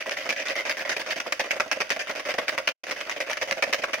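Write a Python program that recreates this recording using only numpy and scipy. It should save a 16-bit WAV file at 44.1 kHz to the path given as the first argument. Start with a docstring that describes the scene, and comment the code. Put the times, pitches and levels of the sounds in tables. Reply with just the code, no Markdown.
"""Quick, close clatter: a wire whisk beats thick coffee paste in a plastic bowl, about five turns a second.
The wires rattle against the wall in short runs and drag through the paste in between; the bowl answers
with a hollow tock, and single hard hits clack on top. Underneath, the paste crackles and air pockets pop,
in a kitchen with a short echo and a faint rumble. The sound drops out once, briefly."""
import sys
import numpy as np
from scipy import signal
from scipy.fft import rfft, irfft
from scipy.io import wavfile

SR = 44100
rng = np.random.default_rng(int(sys.argv[2]) if len(sys.argv) > 2 else 0)


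def digitize_waveform(pressure):
    """Quantize a signal to 16-bit integers and store it at the path in sys.argv[1].

    Rows of a 2-D input are taken as channels; values are limited to [-1, 1].
    """
    field = np.atleast_2d(pressure).T
    bounded = np.clip(field, -1, 1)
    quanta = np.round(bounded * 32767).astype(np.int16)
    wavfile.write(sys.argv[1], SR, quanta)


N = 176400

# the steady crackle of the paste: tock_db, knock_db, rattle_db
CHURN_LEVELS = (-47.5, -58, -45)
# air pockets in the paste: start_s, pitch_hz, t60_cycles, level_db
AIR_POCKETS = [(0.061, 1020, 9.8, -21), (.172, 2070, 14, -16), (0.485, 3680, 16, -14.5),
               (1.263, 1040, 8.4, -19.5), (1.399, 854, 25, -19), (1.785, 1980, 16.3, -27),
               (1.963, 2160, 16, -20.5), (2.072, 1400, 15, -24), (2.291, 600, 19, -17)]
# ringing modes of the bowl: pitch_hz, width_hz, level_db, left_minus_right_db
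BOWL_MODES = [(111.5, 35, -28, -2.5), (262, 35, -15.5, 0.5), (299, 50, -13, 0.5), (378, 41, -13.5, 5),
              (510.7, 56, -5, 3), (541.6, 22, -3.5, -4.5), (589.6, 45, 0, -3.5), (627, 53, -1.5, -6.5),
              (689, 75, -6, -4)]
# tone colour of a wire contact: frequency_hz, density_db
RATTLE_COLOUR = [(800, -11.5), (1000, -4), (1300, 0.5), (1650, -1), (2100, 3), (2600, -3), (3200, -8.5),
                 (4100, -15), (5000, -10), (6200, -14), (7400, -39.5), (9500, -23), (11500, -39.5),
                 (14500, -31)]
# how alike the wires sound in both ears: frequency_hz, correlation
EAR_LIKENESS = [(800, .9), (1600, .7), (2400, .65), (3500, 0), (15000, 0.19)]
# tone colour of a hard hit: frequency_hz, density_db
CLACK_COLOUR = [(200, -27.5), (1000, -4.5), (1600, -2), (2400, 3.5), (3400, -13), (5900, -7.5),
                (7500, -23.5), (15000, -29.5)]
# single wires hitting the wall hard: start_s, level_db
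HARD_HITS = [(.0947, -14.5), (.111, -19), (0.291, -22), (.305, -12.5), (0.484, -20), (.696, -12),
             (.8935, -15.5), (1.324, -7.5), (1.402, -16.5), (1.515, -12), (1.5996, -13.5), (1.6049, -7.5),
             (1.7144, -10), (1.8038, -22), (1.894, -21.5), (1.9035, -9), (1.92, -15.5), (2.340, -18),
             (2.3849, -13), (2.4875, -16), (2.579, -15), (2.6769, -13.5), (2.8988, -21), (2.911, -15),
             (3.096, -15), (3.298, -21), (3.314, -16), (3.371, -18), (3.511, -8.5), (3.526, -13),
             (3.6265, -10), (3.727, -25), (3.735, -6), (3.8403, -16.5), (3.943, -12.5)]
# wires dragging through the paste and over the bottom: start_s, length_s, tock_db, knock_db, rattle_db
PASTE_SWEEPS = [(0.005, 0.021, -40, -47, -32), (0.06, 0.027, -30, -46, -35.5),
                (0.11, 0.028, -33.5, -44, -30), (0.169, 0.028, -36, -49, -31.5),
                (0.205, 0.038, -43, -45, -35), (0.252, 0.024, -33, -38, -35),
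                (0.32, 0.0073, -34, -53, -25.5), (0.363, 0.064, -36.5, -47, -32),
                (0.455, 0.036, -38.5, -40.5, -31.5), (0.555, 0.061, -33.5, -41, -30.5),
                (0.652, 0.048, -33, -37.5, -31.5), (0.77, 0.06, -36.5, -43, -31),
                (0.85, 0.037, -33, -40, -34.5), (0.995, 0.023, -31, -36.5, -28),
                (1.062, 0.039, -33, -40.5, -35), (1.16, 0.024, -31, -50, -31),
                (1.265, 0.016, -28, -41, -33), (1.44, 0.033, -34.5, -39.5, -36),
                (1.524, 0.02, -32, -42, -36.5), (1.558, 0.021, -32.5, -41.5, -35),
                (1.66, 0.012, -32, -54, -59), (1.762, 0.011, -28, -45, -35.5),
                (1.962, 0.0064, -26.5, -43, -31), (1.993, 0.026, -36, -45.5, -28),
                (2.071, 0.021, -44, -45, -33.5), (2.094, 0.024, -30, -34, -29.5),
                (2.152, 0.037, -34, -48, -33.5), (2.195, 0.011, -29.5, -37, -30),
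                (2.252, 0.036, -32.5, -40, -32), (2.287, 0.029, -32, -37, -27),
                (2.415, 0.033, -36, -45, -39), (2.52, 0.034, -33, -43.5, -37.5),
                (2.836, 0.0066, -40.5, -41.5, -32), (2.868, 0.04, -36.5, -45.5, -35),
                (2.962, 0.036, -41.5, -48, -36.5), (3.005, 0.014, -33.5, -38, -29.5),
                (3.062, 0.025, -37, -42, -38.5), (3.162, 0.017, -32.5, -50, -33.5),
                (3.265, 0.035, -37, -41.5, -37), (3.475, 0.027, -34, -45, -35),
                (3.572, 0.018, -28.5, -40.5, -34.5), (3.668, 0.038, -30.5, -46, -37.5),
                (3.783, 0.015, -29.5, -48, -34), (3.82, 0.013, -34.5, -53, -32),
                (3.88, 0.022, -35.5, -38.5, -40), (3.975, 0.022, -37, -45, -41)]
# runs of wires clattering on the wall: start_s, length_s, tock_db, knock_db, rattle_db
WALL_STRIKES = [(0.291, 0.019, -31.5, -36, -24.5), (0.490, 0.035, -32.5, -43.5, -29.5),
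                (0.697, 0.026, -32.5, -38.5, -27.5), (0.894, 0.037, -32.5, -38, -26.5),
                (0.965, 0.012, -29.5, -40.5, -27), (1.105, 0.011, -47, -36, -23.5),
                (1.119, 0.0095, -33, -48, -26), (1.2, 0.0095, -32.5, -30.5, -25.5),
                (1.323, 0.0032, -26.5, -31.5, -18), (1.395, 0.018, -27.5, -33, -23.5),
                (1.508, 0.0068, -32.5, -40, -20.5), (1.599, 0.014, -23.5, -28, -25.5),
                (1.7143, 0.013, -27.5, -30.5, -21.5), (1.804, 0.015, -26.5, -33.5, -23),
                (1.904, 0.025, -31, -40, -25), (2.34, 0.0068, -27, -40, -29),
                (2.382, 0.013, -24, -28.5, -25.5), (2.481, 0.013, -31.5, -33.5, -21),
                (2.5783, 0.014, -26.5, -30, -27), (2.674, 0.015, -29, -32.5, -21.5),
                (2.911, 0.014, -31.5, -37.5, -27.5), (3.095, 0.009, -43, -38.5, -28.5),
                (3.112, 0.019, -34.5, -46, -29.5), (3.203, 0.021, -31, -42, -26.5),
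                (3.298, 0.026, -33.5, -39, -28), (3.329, 0.0077, -43, -41, -26),
                (3.37, 0.0082, -33.5, -41, -29), (3.414, 0.018, -27.5, -34, -24.5),
                (3.517, 0.0097, -26.5, -37.5, -26), (3.6232, 0.016, -24.5, -28.5, -22),
                (3.727, 0.019, -27, -33.5, -22), (3.836, 0.012, -27, -28, -27),
                (3.932, 0.019, -31.5, -34, -25)]

EVENT_SAMPLES = 3800   # room for one stroke, clack or pop
KNOCK_TOP_HZ = 1500   # dull knock below, bright rattle above
TICK_SCATTER_DB, STROKE_SCATTER_DB, TOCK_SCATTER_DB, CLACK_SCATTER_DB = 4, 1.64, 1.5, 2.5
TOCK_LAG_SAMPLES, CLACK_LAG_S = 6, .00004   # both reach the left ear late
TOCK_DETUNE, POP_RISE_PER_S = .025, 5   # relative to the pitch
WIRES_PAN_DB = -0.7   # left minus right
SPATTER_HZ, RUMBLE_HZ, POP_LOW_CUT_HZ, TOP_CUT_HZ = 6200, 130, 380, 16000
DROPOUT_START_S, DROPOUT_END_S, DROPOUT_FADE_S, DROPOUT_DB = 2.719, 2.835, 0.018, -57


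def from_db(db):
    """Decibels to gain."""
    return 10 ** (np.asarray(db) / 20)


def at_hz(points, hz):
    """Read a table on a log-frequency axis."""
    f, v = np.transpose(points)
    return np.interp(np.log(hz), np.log(f), v)


def unit(x):
    """Energy 1 along the last axis."""
    return x / np.sqrt(np.sum(x ** 2, -1, keepdims=True) + 1e-20)


def filtered(x, hz, kind):
    """A gentle low-, high- or band-pass."""
    return signal.sosfilt(signal.butter(2, hz, kind, fs=SR, output="sos"), x)


def ticks(shape, per_s, spread_db):
    """Random contacts, many small and a few large."""
    return (rng.random(shape) < per_s / SR) * from_db(spread_db * np.minimum(rng.exponential(1, shape), np.e))


def scatter_ticks(clicks, likeness):
    """Every tick drives a resonance with its own strength and sign; gives a left and a right copy."""
    at = np.nonzero(clicks)
    count = len(at[0])
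    size = clicks[at] * from_db(TICK_SCATTER_DB * rng.standard_normal(count)) * rng.choice([-1, 1], count)
    out = np.full((2,) + clicks.shape, 1e-18)
    out[0][at] = size
    out[1][at] = size * np.where(rng.random(count) < (1 + likeness) / 2, 1, -1)
    return out


def snap(colour_db):
    """Spectrum of the most abrupt pulse that has this colour (minimum phase)."""
    cepstrum = irfft(np.log(from_db(colour_db)))
    cepstrum[1:EVENT_SAMPLES // 2] *= 2
    cepstrum[EVENT_SAMPLES // 2 + 1:] = 0
    return np.exp(rfft(cepstrum))


def diffuse_tail(x, t60_s, delay_s, samples=1600):
    """A dense dying tail, different for each ear and each stroke."""
    t = np.arange(samples) / SR
    tail = unit(rng.standard_normal(x.shape[:-1] + t.shape) * from_db(-60 * t / t60_s) * (t > delay_s))
    return signal.fftconvolve(x, tail, axes=-1)[..., :x.shape[-1]]


def kitchen_rumble():
    """Low room tone, a bed of dark noise."""
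    return np.sqrt(N) * unit(filtered(rng.standard_normal((2, N)), RUMBLE_HZ, "low"))


def paste_churn():
    """The sticky paste crackles all the time, filling the gaps between strokes."""
    crackle = ticks((1, N), per_s=1500, spread_db=4)
    return wire_contacts(crackle, *CHURN_LEVELS)[:, 0] * np.sqrt(N)


def air_pops():
    """Each pocket rings briefly, rising in pitch as it opens; it is too small to radiate bass."""
    out, t = np.zeros(N + EVENT_SAMPLES), np.arange(EVENT_SAMPLES) / SR
    for start_s, hz, t60_cycles, db in AIR_POCKETS:
        i = int(start_s * SR)
        phase = 2 * np.pi * hz * t * (1 + POP_RISE_PER_S * t / 2)
        out[i:i + EVENT_SAMPLES] += from_db(db - 60 * t * hz / t60_cycles) * np.sin(phase)
    return filtered(out[:N] + 1e-18, POP_LOW_CUT_HZ, "high")


def bowl_tock(clicks):
    """The hollow plastic bowl: each row of ticks favours other modes, and sloshing paste detunes them."""
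    out = 0
    scatter_db = TOCK_SCATTER_DB * rng.standard_normal((len(clicks), len(BOWL_MODES)))
    shares = unit(from_db(np.array(BOWL_MODES)[:, 2] + scatter_db))
    for (hz, width_hz, _, pan_db), share in zip(BOWL_MODES, shares.T):
        radius = np.exp(-np.pi * width_hz / SR)
        angles = 2 * np.pi * hz / SR * (1 + TOCK_DETUNE * rng.uniform(-0.93, 1, len(clicks)))
        drive = scatter_ticks(clicks, likeness=1)[0]
        rings = [signal.lfilter([1, 0, -1], [1, -2 * radius * np.cos(angle), radius ** 2], row)
                 for angle, row in zip(angles, drive)]
        pan = np.sqrt(2) * unit(from_db([pan_db / 2, -pan_db / 2]))
        out = out + pan[:, None, None] * share[:, None] * unit(np.array(rings))
    out[0] = np.pad(out[0], ((0, 0), (TOCK_LAG_SAMPLES, 0)))[:, :-TOCK_LAG_SAMPLES]
    return out


def wire_contacts(clicks, tock_db, knock_db, rattle_db):
    """Rows of ticks sound the bowl, a dull knock and the bright rattle of the wires, with a wet hiss."""
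    edges = np.geomspace(745, 15950, 18)
    centres = np.sqrt(edges[1:] * edges[:-1])
    gains = from_db(at_hz(RATTLE_COLOUR, centres)) * np.sqrt(np.diff(edges))
    dull = centres < KNOCK_TOP_HZ
    gains[dull], gains[~dull] = unit(gains[dull]), unit(gains[~dull])
    wires = 0
    for k, hz in enumerate(centres):
        scatter_db = STROKE_SCATTER_DB * rng.standard_normal((len(clicks), 1))
        db = (knock_db if dull[k] else rattle_db) + scatter_db
        drive = scatter_ticks(clicks, at_hz(EAR_LIKENESS, hz))
        wires = wires + gains[k] * from_db(db) * unit(filtered(drive, edges[k:k + 2], "band"))
    wires = wires * from_db([WIRES_PAN_DB / 2, -WIRES_PAN_DB / 2])[:, None, None]
    spatter = from_db(-3) * diffuse_tail(filtered(wires, SPATTER_HZ, "high"), t60_s=0.049, delay_s=0)
    bowl_echo = from_db(-5) * diffuse_tail(wires, t60_s=0.022, delay_s=0.00049)
    return from_db(tock_db) * bowl_tock(clicks) + wires + bowl_echo + spatter


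def wire_clacks():
    """One wire hits the bare wall: a sharp crack, hollower where the nearest run knocks harder."""
    hz = np.maximum(np.arange(EVENT_SAMPLES // 2 + 1) * SR / EVENT_SAMPLES, 1)
    scatter_hz = np.geomspace(500, 16000, 26)
    ear_lags = np.exp(-2j * np.pi * hz * np.array([[CLACK_LAG_S], [0]]))
    run_start_s, _, _, knock_db, rattle_db = np.transpose(WALL_STRIKES)
    hollow_db = knock_db - rattle_db - np.mean(knock_db - rattle_db)
    dull = np.interp(hz, [KNOCK_TOP_HZ, 2 * KNOCK_TOP_HZ], [1, 0])
    out = np.zeros((2, N + EVENT_SAMPLES))
    for start_s, db in HARD_HITS:
        # every spot on the wall has its own colour
        spot_db = np.interp(hz, scatter_hz, CLACK_SCATTER_DB * rng.standard_normal(len(scatter_hz)))
        body_db = dull * hollow_db[np.argmin(np.abs(run_start_s - start_s))]
        crack = irfft(snap(at_hz(CLACK_COLOUR, hz) + body_db + spot_db) * ear_lags)
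        crack = from_db(db) * crack / np.abs(crack).max()
        bowl_echo = from_db(1) * diffuse_tail(crack, t60_s=0.014, delay_s=.0004)
        i = int(start_s * SR)
        out[:, i:i + EVENT_SAMPLES] += crack + bowl_echo
    return out[:, :N]


def whisk_strokes(table, entry_share, ticks_per_s, spread_db, attack_s, release_s, sag_db):
    """The first wire lands, the others follow as the pressure eases, and the whisk lifts off."""
    start_s, length_s, *levels_db = np.transpose(table)[:, :, None]
    t = np.arange(EVENT_SAMPLES) / SR
    lift_off = np.exp(-np.maximum(t - length_s, 0) / release_s)
    pressure = (1 - np.exp(-t / attack_s)) * from_db(-sag_db * t / length_s) * lift_off
    clicks = unit(ticks(pressure.shape, ticks_per_s, spread_db) * pressure) * np.sqrt(1 - entry_share)
    clicks[:, :1] = np.sqrt(entry_share)   # the first wire's share of the energy
    sounds = wire_contacts(clicks, *levels_db) * np.sqrt(length_s * SR)
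    out = np.zeros((2, N + 2 * EVENT_SAMPLES))
    for k, i in enumerate((start_s[:, 0] * SR).astype(int)):
        out[:, i:i + EVENT_SAMPLES] += sounds[:, k]
    return out[:, :N]


def scene():
    """Whisk, bowl and paste up front, the kitchen's echo and rumble behind."""
    strikes = whisk_strokes(WALL_STRIKES, entry_share=0.11, ticks_per_s=1100, spread_db=3,
                            attack_s=0.001, release_s=0.0077, sag_db=4.5)
    sweeps = whisk_strokes(PASTE_SWEEPS, entry_share=0.099, ticks_per_s=1700, spread_db=4,
                           attack_s=0.0012, release_s=0.0063, sag_db=4)
    close = from_db(-0.56) * strikes + from_db(-1.2) * sweeps + wire_clacks() + paste_churn() + air_pops()
    room = diffuse_tail(close, t60_s=0.21, delay_s=0.0083, samples=16000)
    return from_db(-0.5) * close + from_db(-13) * room + from_db(-68.5) * kitchen_rumble()


def record(dry):
    """The sound drops out briefly and snaps back; the very top is cut throughout."""
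    off, on = DROPOUT_START_S * SR, DROPOUT_END_S * SR
    corners = [off, off + DROPOUT_FADE_S * SR, on - 20, on]
    gate_db = np.interp(np.arange(N), corners, [0, DROPOUT_DB, DROPOUT_DB, 0])
    top_cut = signal.ellip(10, .2, 80, TOP_CUT_HZ, fs=SR, output="sos")
    return signal.sosfilt(top_cut, dry * from_db(gate_db))


dry = scene()
out = record(dry)
digitize_waveform(out)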